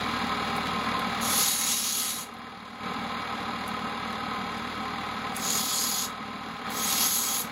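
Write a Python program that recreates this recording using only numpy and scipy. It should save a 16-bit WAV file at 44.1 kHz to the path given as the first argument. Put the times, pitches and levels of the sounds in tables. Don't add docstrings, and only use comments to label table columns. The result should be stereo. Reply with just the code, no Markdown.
import sys
import numpy as np
from scipy import signal
from scipy.fft import rfft, irfft, next_fast_len
from scipy.io import wavfile
from scipy.ndimage import uniform_filter1d

SR = 44100
rng = np.random.default_rng(int(sys.argv[2]) if len(sys.argv) > 2 else 0)


def inscribe(sig):
    pcm = np.round(np.clip(np.atleast_2d(sig).T, -1, 1) * 32767)
    wavfile.write(sys.argv[1], SR, pcm.astype(np.int16))


def convert_level_to_amplitude(level_db):
    exponent = np.asarray(level_db, float) / 20
    return 10 ** exponent


N = 331191
TIME, SIZE = np.arange(N) / SR, next_fast_len(N + 8192)
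FREQ = np.arange(SIZE // 2 + 1) * SR / SIZE
TURN_HZ = 38.59
TURN_START = .3

# [touch t/s, full pressure t/s, easing off t/s, lift t/s, pressure level/dB]
PASSES = [
    (1.207, 1.47, 2.08, 2.235, -16.6),
    (5.35, 5.58, 6.02, 6.05, -20.2),
    (6.698, 6.95, 7.37, 7.415, -19.8),
]


def level(x, db):
    return x * convert_level_to_amplitude(db) / np.sqrt(np.mean(x ** 2))


def ring(x, hz, width):
    return signal.lfilter(*signal.iirpeak(min(hz, .45 * SR), hz / width, SR), x)


def walk(rate, size=N):
    hold = int(SR / rate)
    steps = np.repeat(rng.standard_normal(size // hold + 1), hold)
    return 1.42 * uniform_filter1d(uniform_filter1d(steps, hold), hold)[:size]


def grit(count, share, spread_db):
    hit = rng.random((2, count)) < share
    grain = rng.standard_normal((2, count))
    return hit * grain * convert_level_to_amplitude(spread_db * np.minimum(rng.exponential(size=(2, count)), 3.5))


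def turn_gate(depth, length, shift):
    since = (TIME * TURN_HZ + shift - TURN_START) % 1
    return 1 + depth * np.exp(-since / length)


def grinding():
    # [f/Hz, width/Hz, pass 1 level/dB, pass 2 level/dB, pass 3 level/dB]
    stone = [(2090, 440, -10, -33, -11.5), (3427, 190, -0.5, -2, -6), (4300, 460, -2.5, -3, -4.5),
             (5020, 320, -6.5, 0.5, -4), (5500, 720, 0.5, -4.5, -1.5), (6690, 320, -2.5, -0.5, -4),
             (8320, 270, -0.5, 0, -2), (9620, 1200, -0.5, -9, -9), (11360, 900, -3, -2.5, -3),
             (3290, 53, -12, -10.5, -6), (3560, 37, -16, -14, -9), (3832, 34, -4, -6.5, -7.5),
             (7020, 90, -9, -7, -16), (7750, 150, -11.5, -10, -10), (2800, 190, -10, -16.5, -15),
             (5495, 24, -20, -21, -20), (6520, 37, -11, -15, -10), (8060, 110, -12, -24, -6),
             (8460, 180, -12, -5, -13), (13200, 1200, -9, -19, -28), (14840, 930, -13.5, -12, -6)]
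    grip_shift_db = 1.9
    out = np.zeros((2, N))
    waver = turn_gate(0.35, 0.44, 0.076) * convert_level_to_amplitude(0.76 * walk(30) + 0.21 * walk(12))
    longest = SR * 3 // 2
    for k, row in enumerate(PASSES):
        span = slice(int(row[0] * SR), min(int((row[3] + .11) * SR), N))
        t = TIME[span]
        scratch = grit(SR * 2, .45, 1.8)[:, :longest]
        press_db, tilt = contact(t, *row)
        rock_db, rock_tilt = rocking(t)
        press_db, tilt = press_db + rock_db, tilt + rock_tilt
        body = 0
        for hz, width, *db in stone:
            mode = level(ring(scratch * rng.choice([-1, 1], scratch.shape), hz, width), db[k])
            mode = mode * convert_level_to_amplitude(grip_shift_db * walk(11.1, size=longest))
            body = body + mode[:, :len(t)] * convert_level_to_amplitude(tilt * np.log2(hz / 6000))
        out[:, span] = level(body, 0) * convert_level_to_amplitude(press_db) * waver[span]
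    return out


def contact(t, touch, full, ease, lift, db):
    def share(start, end):
        return np.clip((t - start) / (end - start), 0, 1)

    touch_db, touch_s, lean_curve = -18.5, 0.0046, 1.24
    ease_db_per_s, lift_db_per_s = -32, -330
    light = touch_db * (1 - share(touch, full)) ** lean_curve
    leave = ease_db_per_s * np.maximum(t - ease, 0) + lift_db_per_s * np.maximum(t - lift, 0)
    onset = -24 * (1 - share(touch, touch + touch_s))
    brightness = 0.17 - 0.22 * light
    return db + light + leave + onset, brightness


def rocking(t):
    # [t/s, length/s, pressure level/dB, brightness/dB per octave]
    rocks = [(1.215, 0.023, -1, 1.5), (1.384, 0.03, 0.5, 0.5), (1.565, 0.06, -1, 1), (1.72, 0.051, 1.5, -1),
             (1.8, 0.1, 0.5, 2.5), (1.87, 0.029, 1, 1), (1.94, 0.056, 0.5, 1.5), (2.027, 0.078, 1, 0),
             (2.194, 0.13, -2, 1), (5.4, .03, -2, 3), (5.46, 0.053, 4, 0), (5.554, 0.054, 1, 2),
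             (5.66, .04, 1, 2), (5.8, 0.054, 1.5, 1), (5.905, 0.026, 0.5, 2), (5.984, 0.03, 0.5, 1),
             (6.812, 0.066, 4.5, -0.5), (6.95, 0.067, 0, -1.5), (7.043, .03, 0.5, 0), (7.07, .015, 0.5, 1),
             (7.186, 0.099, 2, 3), (7.305, 0.058, 1, 2), (7.4, 0.036, -1, 3.5)]
    return sum(np.exp(-((t - s) / length) ** 2) * np.array([[db], [bright]]) for s, length, db, bright in rocks)


def ticks():
    # [t/s, peak level/dB, centre f/Hz]
    drops = [(0.1231, -47, 5010), (0.5637, -28, 10100), (0.5714, -33, 12000), (0.67, -20, 2980),
             (0.9144, -36, 5530), (0.9921, -30, 10800), (1.1109, -48, 6750), (2.3396, -30, 10900),
             (2.3844, -37, 10300), (3.2181, -35, 5070), (3.679, -25.5, 10500), (4.126, -36, 9000),
             (4.58, -36, 9000), (5.349, -38, 11500), (5.3655, -15, 10000), (5.382, -30, 9000),
             (6.7046, -25, 11500)]
    out, t = np.zeros((2, N + 2048)), np.arange(2048) / SR
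    shape = np.exp(-t / .002) + .3 * np.exp(-t / 0.014)
    for (s, db, hz), noise in zip(drops, rng.standard_normal((len(drops), 2, 2048))):
        burst = ring(noise * shape, hz, 0.3 * hz)
        start = int(s * SR)
        out[:, start:start + 2048] += convert_level_to_amplitude(db + 1) * burst / np.abs(burst).max()
    return out[:, :N]


def motor():
    angle = 2 * np.pi * (TURN_HZ * TIME - TURN_START - .12) + 0.043 * walk(1.494)
    tones = shaft_hum(angle)
    body = drum_rattle() + rush()
    treble = signal.sosfilt(signal.butter(2, 1900, "high", fs=SR, output="sos"), body)
    bass = signal.sosfilt(signal.butter(2, 330, fs=SR, output="sos"), body)
    thump = .7 * np.cos(angle) * bass
    spray_db, wet_db, drying_s = 0.4, 2, 1.2
    lift = convert_level_to_amplitude(spray_db + wet_db * np.exp(-TIME / drying_s)) - 1
    return tones + body + thump + lift * treble


def shaft_hum(angle):
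    # [multiple of the turn rate, rms level/dB]
    shaft = [(1, -66), (2, -52), (3, -53), (4, -73), (5, -58), (6, -44), (7, -52.5), (8, -54)]
    load_db, load_s = -2, 0.33
    pressed = sum(1. * (TIME > row[0]) * (TIME < row[3]) for row in PASSES)
    pressed = uniform_filter1d(pressed, int(load_s * SR))
    tones = 0
    for k, db in shaft:
        strength = np.sqrt(2) * convert_level_to_amplitude(db + load_db * pressed * (k < 4) + 0.72 * walk(4.4))
        tones = tones + strength * np.cos(k * angle + np.array([[0], [k]]))
    return tones


def drum_rattle():
    # [f/Hz, width/Hz, level/dB]
    drum = [(99.4, 7.4, -57), (195.3, 45.4, -41.5), (240.6, 46.4, -43.5), (291, 51, -48.5),
            (417, 25.7, -47), (483, 34, -48.5), (573.6, 62, -49.5), (742.5, 85, -44.5), (804, 54, -40.5),
            (972, 43, -46), (1040, 35, -39), (1127, 146, -45.5), (1278.5, 50, -37.5), (1545, 24, -52.5),
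            (1630, 21, -49.5), (1924, 300, -45), (2087, 70, -49), (2253, 73, -46), (2465, 17, -57.5),
            (2660, 140, -54.5), (2830, 59, -50.5), (3261, 95, -45), (3520, 190, -42), (3677, 120, -49),
            (3880, 150, -44.5), (4184, 74, -50.5), (4330, 120, -54.5), (4730, 50, -55.5), (4940, 260, -53)]
    rattle = level(grit(N, .3, 1.45) * turn_gate(1.0, 0.15, .0) * convert_level_to_amplitude(0.13 * walk(20)), 0)
    response = 0
    for k, (hz, width, db) in enumerate(drum):
        loss = 1.5j * width * FREQ
        shape = (loss / (hz ** 2 - FREQ ** 2 + loss)) ** 2
        response = response + shape * convert_level_to_amplitude(db) / np.sqrt(np.mean(np.abs(shape) ** 2)) * (-1) ** k
    return irfft(rfft(rattle, SIZE) * response)[:, :N]


def rush():
    # [f/Hz, level/dB per Hz]
    rush_colour = [(30, -24), (70, -20), (150, -12), (360, -22.5), (650, -10.5), (1400, -3.5), (2900, -12),
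                   (4300, -17), (5200, -15), (6000, -25.5), (7100, -22.5), (7700, -29), (8300, -22),
                   (10500, -29.5), (13000, -33.5), (16000, -37.5)]
    hz, db = np.transpose(rush_colour)
    colour = convert_level_to_amplitude(np.interp(np.log(FREQ + 1), np.log(hz), db, left=-40))
    spray = grit(N, .4, 1.0) * turn_gate(0.99, 0.3, 0.014) * convert_level_to_amplitude(0.52 * walk(12))
    return level(irfft(rfft(spray, SIZE) * colour)[:, :N], -35)


def stereo_pair(paths):
    # [f/Hz, half turns by which right leads]
    right_lead = [(2250, 0), (2600, -0.5), (3200, -0.6), (3500, -0.76), (4400, -.4), (5450, -1),
                  (6300, -1.87), (7100, -1.47), (7600, -1.475), (8600, -1), (9500, -0.59), (10200, -0.3),
                  (10500, 0.2), (11500, 0.18), (12700, 0.75), (13300, 0.97), (15850, 2.03)]
    # [f/Hz, likeness 0-1 where left and right are in phase or opposed]
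    pair_alike = [(30, .7), (60, .93), (200, 1), (450, 0.72), (1400, 0.74), (1850, 0.06), (2250, 0.68),
                  (5400, 0.75), (6300, 0.5), (7400, 0.5), (8450, 0.87), (10500, 0.86)]
    # [f/Hz, left minus right level/dB]
    pair_gap = [(0, -.3), (400, 0), (1300, 2.8), (2250, .2), (2600, -2), (4900, -3), (5400, -1.5),
                (7300, 0)]
    lead, alike, gap_db = (np.interp(FREQ, *np.transpose(c)) for c in (right_lead, pair_alike, pair_gap))
    lead = np.pi * lead - .9 * np.sin(2 * np.pi * lead) / 2
    alike = np.clip(alike, 0, 1) * (1 - .5 * np.sin(lead) ** 2)
    side = np.array([[1], [-1]])
    wall = rfft(rng.standard_normal((2, 2048)) * np.exp(-np.arange(2048) / SR / .007), SIZE)
    ripple = level(np.abs(wall), -18) * np.exp(1j * np.angle(wall)) * (FREQ > 1500)
    direct, scattered = rfft(paths, SIZE) * (1 + ripple)
    both = np.sqrt((1 + alike) / 2) * direct + side * np.sqrt((1 - alike) / 2) * scattered
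    return irfft(both * np.exp(-.5j * side * lead) * convert_level_to_amplitude(side * gap_db / 2))[:, :N]


def scene():
    return stereo_pair(motor() + grinding() + ticks())


def gain_db():
    # [t/s, new gain level/dB, glide/s]
    gain = [
        (1.34, -3.5, 0.11),
        (1.483, -7, 0.0079),
        (1.743, -10, 0.0081),
        (2.2, -11.5, 0.067),
        (2.78, -3, 0.08),
        (5.61, -6, 0.01),
        (6.05, -7.5, 0.086),
        (6.645, -3, .02),
        (7.07, -6.5, 0.0088),
    ]
    start_db = 0.55
    held = [start_db] + [db for _, db, _ in gain]
    out = start_db
    for (s, db, glide), old in zip(gain, held):
        out = out + (db - old) * np.clip((TIME - s) / glide, 0, 1)
    return out


def joint_stereo(x):
    # [f/Hz, level/dB]
    dead_zone = [(1100, -30), (1600, -21), (2200, -16), (5000, -16), (5500, -11), (6300, -12), (7300, -9),
                 (9000, -10), (12000, -9), (14000, -1), (16000, 0)]
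    # [f/Hz, level/dB]
    quiet = [(2000, -40), (5000, -20), (5400, -14.5), (6000, -17), (6500, -27), (7300, -22), (7600, -19.5),
             (8300, -19.5), (9400, -20), (10500, -29), (13000, -28), (14000, -24), (14700, -26),
             (16000, -24.5)]
    partner_db, top_hz = -7.5, 15800
    count = N // 1024 + 2
    pair = np.array([x[0] + x[1], x[0] - x[1]])
    pair = np.pad(pair, ((0, 0), (1412, 1024 * (count + 1) - N - 1412))) / 2
    n, k = np.arange(2048)[:, None] + .5, np.arange(768) + .5
    basis = np.sin(np.pi * n / 2048) * np.cos(np.pi / 1024 * (n + 512) * k) / np.sqrt(512)
    blocks = pair.reshape(2, -1, 1024)
    lines = np.concatenate([blocks[:, :-1], blocks[:, 1:]], axis=2) @ basis
    hz = k * SR / 2048

    def band_power(values, width):
        return np.repeat(values.reshape(2, count, -1, width).mean(axis=3), width, axis=2)

    power = band_power(lines ** 2, 8)
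    budget = convert_level_to_amplitude(3 * np.repeat(rng.standard_normal((2, count, 24)), 32, axis=2))
    zone = power.max(axis=0) * convert_level_to_amplitude(2 * np.interp(hz, *np.transpose(dead_zone))) * budget
    zone[0] *= convert_level_to_amplitude(2 * 7.5 * (hz > 7200) * (hz < 9500))
    wide, middle = band_power(power, 32), band_power(power, 16)
    power = np.where(hz > 7580, wide, np.where(hz > 4900, middle, power))
    heard = power > power[::-1] * convert_level_to_amplitude(2 * (partner_db - 3 * (hz < 8260))) * budget
    heard |= hz < 4900
    mean_power = power.mean(axis=(0, 2), keepdims=True)
    heard &= power > mean_power * convert_level_to_amplitude(2 * np.interp(hz, *np.transpose(quiet))) * budget
    top = power[:, :, hz > 9500].sum(axis=(0, 2))
    sharp = (top > 2.3 * np.maximum(np.roll(top, 2), np.roll(top, -2)))[:, None]
    kept = ((lines ** 2 > zone) & heard) | sharp
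    frames = (lines * kept * (hz < top_hz)) @ basis.T
    blocks = frames[:, 1:, :1024] + frames[:, :-1, 1024:]
    mid, side = blocks.reshape(2, -1)[:, 388:388 + N]
    return np.array([mid + side, mid - side])


def top_cut(x):
    return signal.sosfilt(signal.butter(12, 16850, fs=SR, output="sos"), x)


def record(dry):
    held = .5 * np.tanh(2 * dry * convert_level_to_amplitude(gain_db()))
    mix = joint_stereo(held)
    return top_cut(mix)


dry = scene()
out = record(dry)
inscribe(out)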